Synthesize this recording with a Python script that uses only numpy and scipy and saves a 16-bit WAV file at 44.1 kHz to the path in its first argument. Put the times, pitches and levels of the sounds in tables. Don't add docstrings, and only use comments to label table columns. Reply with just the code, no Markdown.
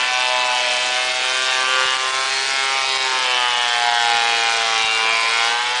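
import sys
import numpy as np
from scipy import signal
from scipy.io import wavfile
from scipy.ndimage import uniform_filter1d, minimum_filter1d

SR = 44100
rng = np.random.default_rng(int(sys.argv[2]) if len(sys.argv) > 2 else 0)


def volts_from_db(level):
    exponent = np.asarray(level, float) / 20
    return 10 ** exponent


def transcribe(signal):
    frames = np.atleast_2d(signal).T
    limited = np.clip(frames, -1, 1)
    pcm = np.round(limited * 32767).astype(np.int16)
    wavfile.write(sys.argv[1], SR, pcm)


N = 255780
HOP = 256


def knife(turn, count=76):
    # (order, level [dB])
    behind = [(1, -39.5), (2, -23.5), (3, -19.5), (4, -15), (5, -1), (6, 0.5), (7, -2), (8, -1), (9, -4.5),
              (10, -8.5), (11, -6), (12, -1.5), (13, -8), (14, -2), (15, -11), (16, -4.5), (17, -16.5),
              (18, -0.5), (19, -1), (20, -4.5), (21, 3), (22, -4), (23, -2.5), (24, 0.5), (25, -4.5),
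              (26, -2.5), (27, -12.5), (28, -5), (29, -3), (30, -14)]
    beside = [(1, -29), (2, -26.5), (3, -5), (4, -10), (5, -7.5), (6, -1), (7, -3.5), (8, 5), (9, -1),
              (10, 1), (11, 0.5), (12, 0.5), (13, 1), (14, -0.5), (15, -4), (16, -7), (17, 1), (18, -3),
              (19, 0), (20, -6), (21, -3), (22, -4.5), (23, -11), (24, -1), (25, -12), (26, -2), (27, -6),
              (28, -6), (29, -5), (30, -9.5)]
    front = [(1, -37.5), (2, -30.5), (3, -26.5), (4, -12), (5, -18), (6, -7), (7, 2), (8, -7), (9, -6),
             (10, -5.5), (11, -7), (12, -4.5), (13, -2.5), (14, -8.5), (15, -7), (16, -8.5), (17, -11),
             (18, -5), (19, -5), (20, -7.5), (21, -1), (22, -4.5), (23, -9.5), (24, -7), (25, -3.5),
             (26, -6), (27, -18), (28, -2), (29, -4.5), (30, -15.5)]
    place_times = [0.78, 2.35, 4.37]
    # (frequency [Hz], level [dB])
    tone_share = [(300, -2.7), (1500, -5), (3100, -5), (5000, -4), (7000, -2.5), (9000, -0.5)]
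    first_high_db, fall_db = -8, 0.62
    lasting_scatter, drifting_slip = 0.75, 1.5
    most_echo, quick_share = 0.4, 0.09

    t = np.arange(N // HOP + 2) * HOP / SR
    order = np.arange(1, count + 1)
    low = np.array([behind, beside, front])[:, :, 1].T
    low_db = np.array([np.interp(t, place_times, row) for row in low])
    high_db = first_high_db - fall_db * np.arange(count - len(low))
    db = np.vstack([low_db, high_db[:, None] + 0 * t])
    hz = order[:, None] * speed(t)
    db = db + interference_db(t, hz) + view_db(t, hz)
    total_db = 10 * np.log10(volts_from_db(2 * db).sum(0))
    db = db + walk(t, column=1) - total_db + read(tone_share, hz)

    slow = drift(db.shape, 1, 14.9) + 1j * drift(db.shape, 1, 16)
    quick = drift(db.shape, 3, 3) + 1j * drift(db.shape, 3, 3)
    echo_share = np.clip(0.32 + 0.024 * order, 0, most_echo)[:, None]
    path = np.sqrt(1 - echo_share ** 2) + echo_share * slow / np.sqrt(2) + quick_share * quick
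    delay = np.cumsum(lasting_scatter * drift((count, 1), 2, 1), 0)
    delay = delay + drifting_slip * drift(db.shape, 5, 70)
    gain = -np.sqrt(2) * volts_from_db(db) * path * np.exp(1j * delay * walk(t, column=3))

    one_turn = np.exp(2j * np.pi * turn)
    wave, out, at = 1, np.zeros(N), np.arange(N) / SR
    for row in gain:
        wave = wave * one_turn
        out += np.interp(at, t, row.real) * wave.real - np.interp(at, t, row.imag) * wave.imag
    return out


def turns():
    tremor = evened(uniform_filter1d(rng.standard_normal(N), size=400))
    return np.cumsum(speed(np.arange(N) / SR)) / SR + 0.00068 * tremor


def speed(t):
    # (time [s], turning rate [Hz])
    turning_rate = [(0,126.1),(.2,126.1),(.45,124.9),(.7,123.2),(1.1,126.9),(1.42,130.1),(1.7,129.7),(2,130.5),(2.4,133.9),(2.6,134.7),(2.95,132.9),(3.2,128.9),(3.5,121.6),(4.4,115.8),(4.92,111),(5.2,113.9),(5.42,115.6),(5.8,125.1)]
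    return np.interp(t, *np.transpose(turning_rate))


def bite(turn, treble, spread_db):
    depth_db = spread_db * rng.standard_normal(1000)[turn.astype(int)]
    change = volts_from_db(uniform_filter1d(depth_db, size=40)) - 1
    return treble_of(treble * change, hz=1370)


def fibres(turn):
    # (frequency [Hz], level [dB per Hz])
    hiss_spectrum = [(18, -56), (30, -14), (181, -35.5), (230, -17), (287, -16), (477, -6.5), (703, -5.5),
                     (775, 0), (1200, -2.5), (2200, 0), (5400, -6), (9900, -16), (12900, -63),
                     (21800, -120)]
    frames = N // HOP + 5
    hz = np.fft.rfftfreq(1024, 1 / SR)
    t = np.arange(frames) * HOP / SR
    a, b = rng.standard_normal((2, 513, frames))
    walk_db = walk(t, column=1) + view_db(t, hz[:, None])
    patches_db = 2.2 * drift(a.shape, 12, 5)
    z = (a + 1j * b) * volts_from_db(read(hiss_spectrum, hz)[:, None] + 0.32 * walk_db + patches_db)
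    hiss = evened(signal.istft(z, nperseg=1024, noverlap=768)[1][:N])

    bright = treble_of(hiss, hz=2720)
    puff = np.exp(-(turn % 1) / 0.29) + 0.5 * np.exp(-((turn + 0.5) % 1) / 0.082)
    uneven = volts_from_db(1.0 * rng.standard_normal(2000))[(2 * turn).astype(int)]
    puffed = treble_of(bright * (puff * uneven - 0.4), hz=1180)
    return volts_from_db(-29.3) * evened(hiss + 2.66 * puffed)


def chips():
    chips_per_s, level_db = 700, -38
    strikes = rng.random(N) < chips_per_s / SR
    size = volts_from_db(2.2 * np.minimum(rng.exponential(1, N), 4)) * strikes
    kind = rng.integers(0, 12, N)
    t, out = np.arange(100) / SR, np.zeros(N)
    for k, hz in enumerate(np.geomspace(2500, 9000, 12)):
        tick = np.sin(2 * np.pi * hz * t) * np.exp(-t * hz / 6.3)
        out += signal.oaconvolve(size * (kind == k), tick)[:N]
    return volts_from_db(level_db) * evened(out)


def bumps():
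    # (time [s], level [dB])
    knocks = [
        (1.857, -39),
        (2.974, -41),
        (4.152, -45),
        (4.845, -38),
    ]
    t, out = np.arange(N) / SR, np.zeros(N)
    for s, db in knocks:
        u = (t - s) / 0.0013
        out += volts_from_db(db) * np.exp(-np.minimum(u ** 2, 50))
    return out


def interference_db(t, hz):
    # (time [s], half
    # length [s], frequency [Hz], half width [Hz], level [dB])
    passing_echoes = [(0.466, 0.13, 970, 153, 9.5), (1.14, 0.62, 2160, 70.5, 15), (1.615, 0.72, 1150, 69.6, 8),
                      (1.62, 0.36, 1560, 305, 4), (1.697, 0.75, 520, 70, 9), (1.923, 0.21, 2930, 150, 11),
                      (2.396, 0.15, 4240, 300, 8), (2.712, 0.46, 2191, 150, 10), (2.76, 0.1, 810, 300, 4.5),
                      (3.0, 0.24, 5101, 300, 9), (3.13, 0.067, 990, 150, 9), (3.299, 0.22, 507, 150, 5),
                      (3.42, 0.43, 3000, 303, 6.5), (3.475, 0.094, 1240, 69, 9), (3.778, 0.58, 1850, 150, 5.5),
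                      (3.84, 0.4, 735, 148, 6), (4.56, 0.45, 3978, 298, 1), (4.92, 0.23, 235.2, 150, 6.5),
                      (4.978, 0.22, 2731, 70, 12.5), (5.22, 0.46, 2260, 149, 9), (5.225, 0.19, 4850, 302, 7),
                      (5.287, 0.29, 994, 69.4, 13.5),
                      (.065,0.16,490,150,-20),(.25,0.17,1380,70,-8),(.663,0.29,1100,70,-10),(1.05,0.17,2330,90,-11),(1.258,0.28,1020,150,-9),(1.45,.15,1320,70.05,-15),(1.798,0.21,750,70,-10),(1.864,.12,663,70,-18),(2.2,.15,3050,150,-8),(2.456,0.17,1150,150,-14),(2.458,.23,533,70,-12),(2.55,0.21,2288,70,-8),(2.874,0.13,1630,150,-19),(3.3,.1,1510,120,-9),(3.7,0.28,360,60.3,-16),(3.75,.12,2520,80,-7),(3.955,0.16,1153,70,-16),(3.956,0.13,2450,150,-24),(4.077,0.26,594,70,-8),(4.82,0.072,680,70,-13),(4.913,0.049,2000,150,-19),(5,0.09,3100,150,-8),(5.224,0.19,790,70,-10.5),(5.65,0.21,2480,120,-12),
                      (.1,0.17,3270,150,1),(0.507,.2,604,70,2.5),(0.748,0.15,3120,150,6),(1.02,0.13,2560,70.4,7),(1.198,0.16,3250,250,5.5),(1.35,0.47,3700,150,4.5),(1.666,0.063,3110,70,12),(1.83,0.097,1460,199.6,4.5),(1.9,.15,3500,80,7),(2.7,0.29,1351,70,3.5),(3,0.17,3900,302,8),(2.4,0.18,3340,80,7),(3.05,0.17,400,70.03,6.5),(3.45,0.12,980,90,4),(3.65,0.18,3250,70,7),(3.98,0.059,1550,250,6),(4.683,0.19,2070,199,2),(4.678,.22,1129,69.6,2),(4.85,.08,3800,69.6,15.5),(5.414,0.064,1100,150,3),(5.45,0.071,1390,100,5),(5.5,.15,3470,80,1),(5.642,.4,3877,150.7,4),(5.7,0.17,1844,249,5.5)]
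    return sum(db * np.exp(-((hz - f) / w) ** 2 - ((t - s) / half) ** 2)
               for s, half, f, w, db in passing_echoes)


def view_db(t, hz):
    return read([(3100, 0), (6500, 1)], hz) * walk(t, column=2)


def walk(t, column):
    # (time [s], level [dB], treble lift by the view [dB], spread of the strike over the turn [about 0-1])
    camera_path = [(0,-19,-3,1.05),(.45,-17.5,-1.5,0.73),(.78,-19,4.5,1.16),(1.05,-19.5,2.5,1.2),(1.4,-19.5,5,1.05),(1.82,-15.5,-1,0.74),(1.99,-20,2.5,0.92),(2.41,-20.5,5.5,1.06),(2.75,-19,0.5,1.12),(3.1,-19,2,0.8),(3.45,-17,-6,0.87),(3.65,-19,-2,0.56),(3.98,-16,-2,0.68),(4.3,-17,0,.9),(4.8,-17.5,3.5,1.12),(5.02,-17.5,-1.5,1.18),(5.45,-16,1,1.09),(5.62,-20,-5.5,0.97)]
    points = np.transpose(camera_path)
    return np.interp(t, points[0], points[column])


def drift(shape, wide, long):
    field = uniform_filter1d(rng.standard_normal(shape), max(round(wide), 1), 0)
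    long = max(round(long), 1)
    return evened(uniform_filter1d(uniform_filter1d(field, long, 1), long, 1))


def evened(x):
    return x / np.sqrt(np.mean(abs(x) ** 2) + 1e-20)


def read(points, hz):
    f, value = np.transpose(points)
    return np.interp(np.log(hz + 1), np.log(f + 1), value)


def treble_of(x, hz):
    return signal.sosfilt(signal.butter(2, hz, "high", fs=SR, output="sos"), x)


def scene():
    turn = turns() + 1
    cut = knife(turn) + fibres(turn)
    cut = cut + bite(turn, treble_of(cut, hz=3060), spread_db=1.5)
    return (cut + chips() + bumps())[None]


def ducked(x):
    # (time [s], level [dB])
    flinches = [
        (1.125, -3.5),
        (1.97, -3),
        (2.111, -3.5),
        (2.975, -6.5),
        (3.901, -4),
    ]
    release_s = 0.015
    t = np.arange(N) / SR
    return x * volts_from_db(sum(db * (t > s) * np.exp(-abs(t - s) / release_s) for s, db in flinches))


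def starved(x):
    # (frequency [Hz], level under the running mean [dB])
    gap_limit = [(3000, -90), (4300, -20), (5200, -5), (8000, -4.5), (10000, -5)]
    gap_db, luck_db, edge_hz = -28, 1.2, 10150
    hz, t, z = signal.stft(x, SR, nperseg=256)
    band = (np.log(hz + 1) * 9).astype(int)
    member = (band == np.unique(band)[:, None]).astype(float)
    power = member.T @ (member @ abs(z) ** 2) + 1e-20
    under_db = 10 * np.log10(power / uniform_filter1d(power, size=14, axis=1))
    luck = np.repeat(rng.exponential(1, (100, len(t) // 2 + 1)), 2, 1)[band, :len(t)]
    limit_db = read(gap_limit, hz)[:, None] + luck_db * (luck - 1)
    gate = np.where(under_db < limit_db, volts_from_db(gap_db), 1)
    gate = minimum_filter1d(gate, size=2, axis=1)
    kept = signal.istft(z * gate, SR, nperseg=256)[1][:, :N]
    low_pass = signal.firwin(401, edge_hz, window=("kaiser", 9), fs=SR)
    return signal.oaconvolve(kept, low_pass[None], "same")


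def top_cut(x):
    return signal.sosfilt(signal.butter(12, 10480, fs=SR, output="sos"), x)


def record(dry):
    overloaded = 1.792 * np.tanh(ducked(dry) / 1.225)
    mix = starved(treble_of(overloaded, hz=19))
    return top_cut(mix)


dry = scene()
out = record(dry)
transcribe(out)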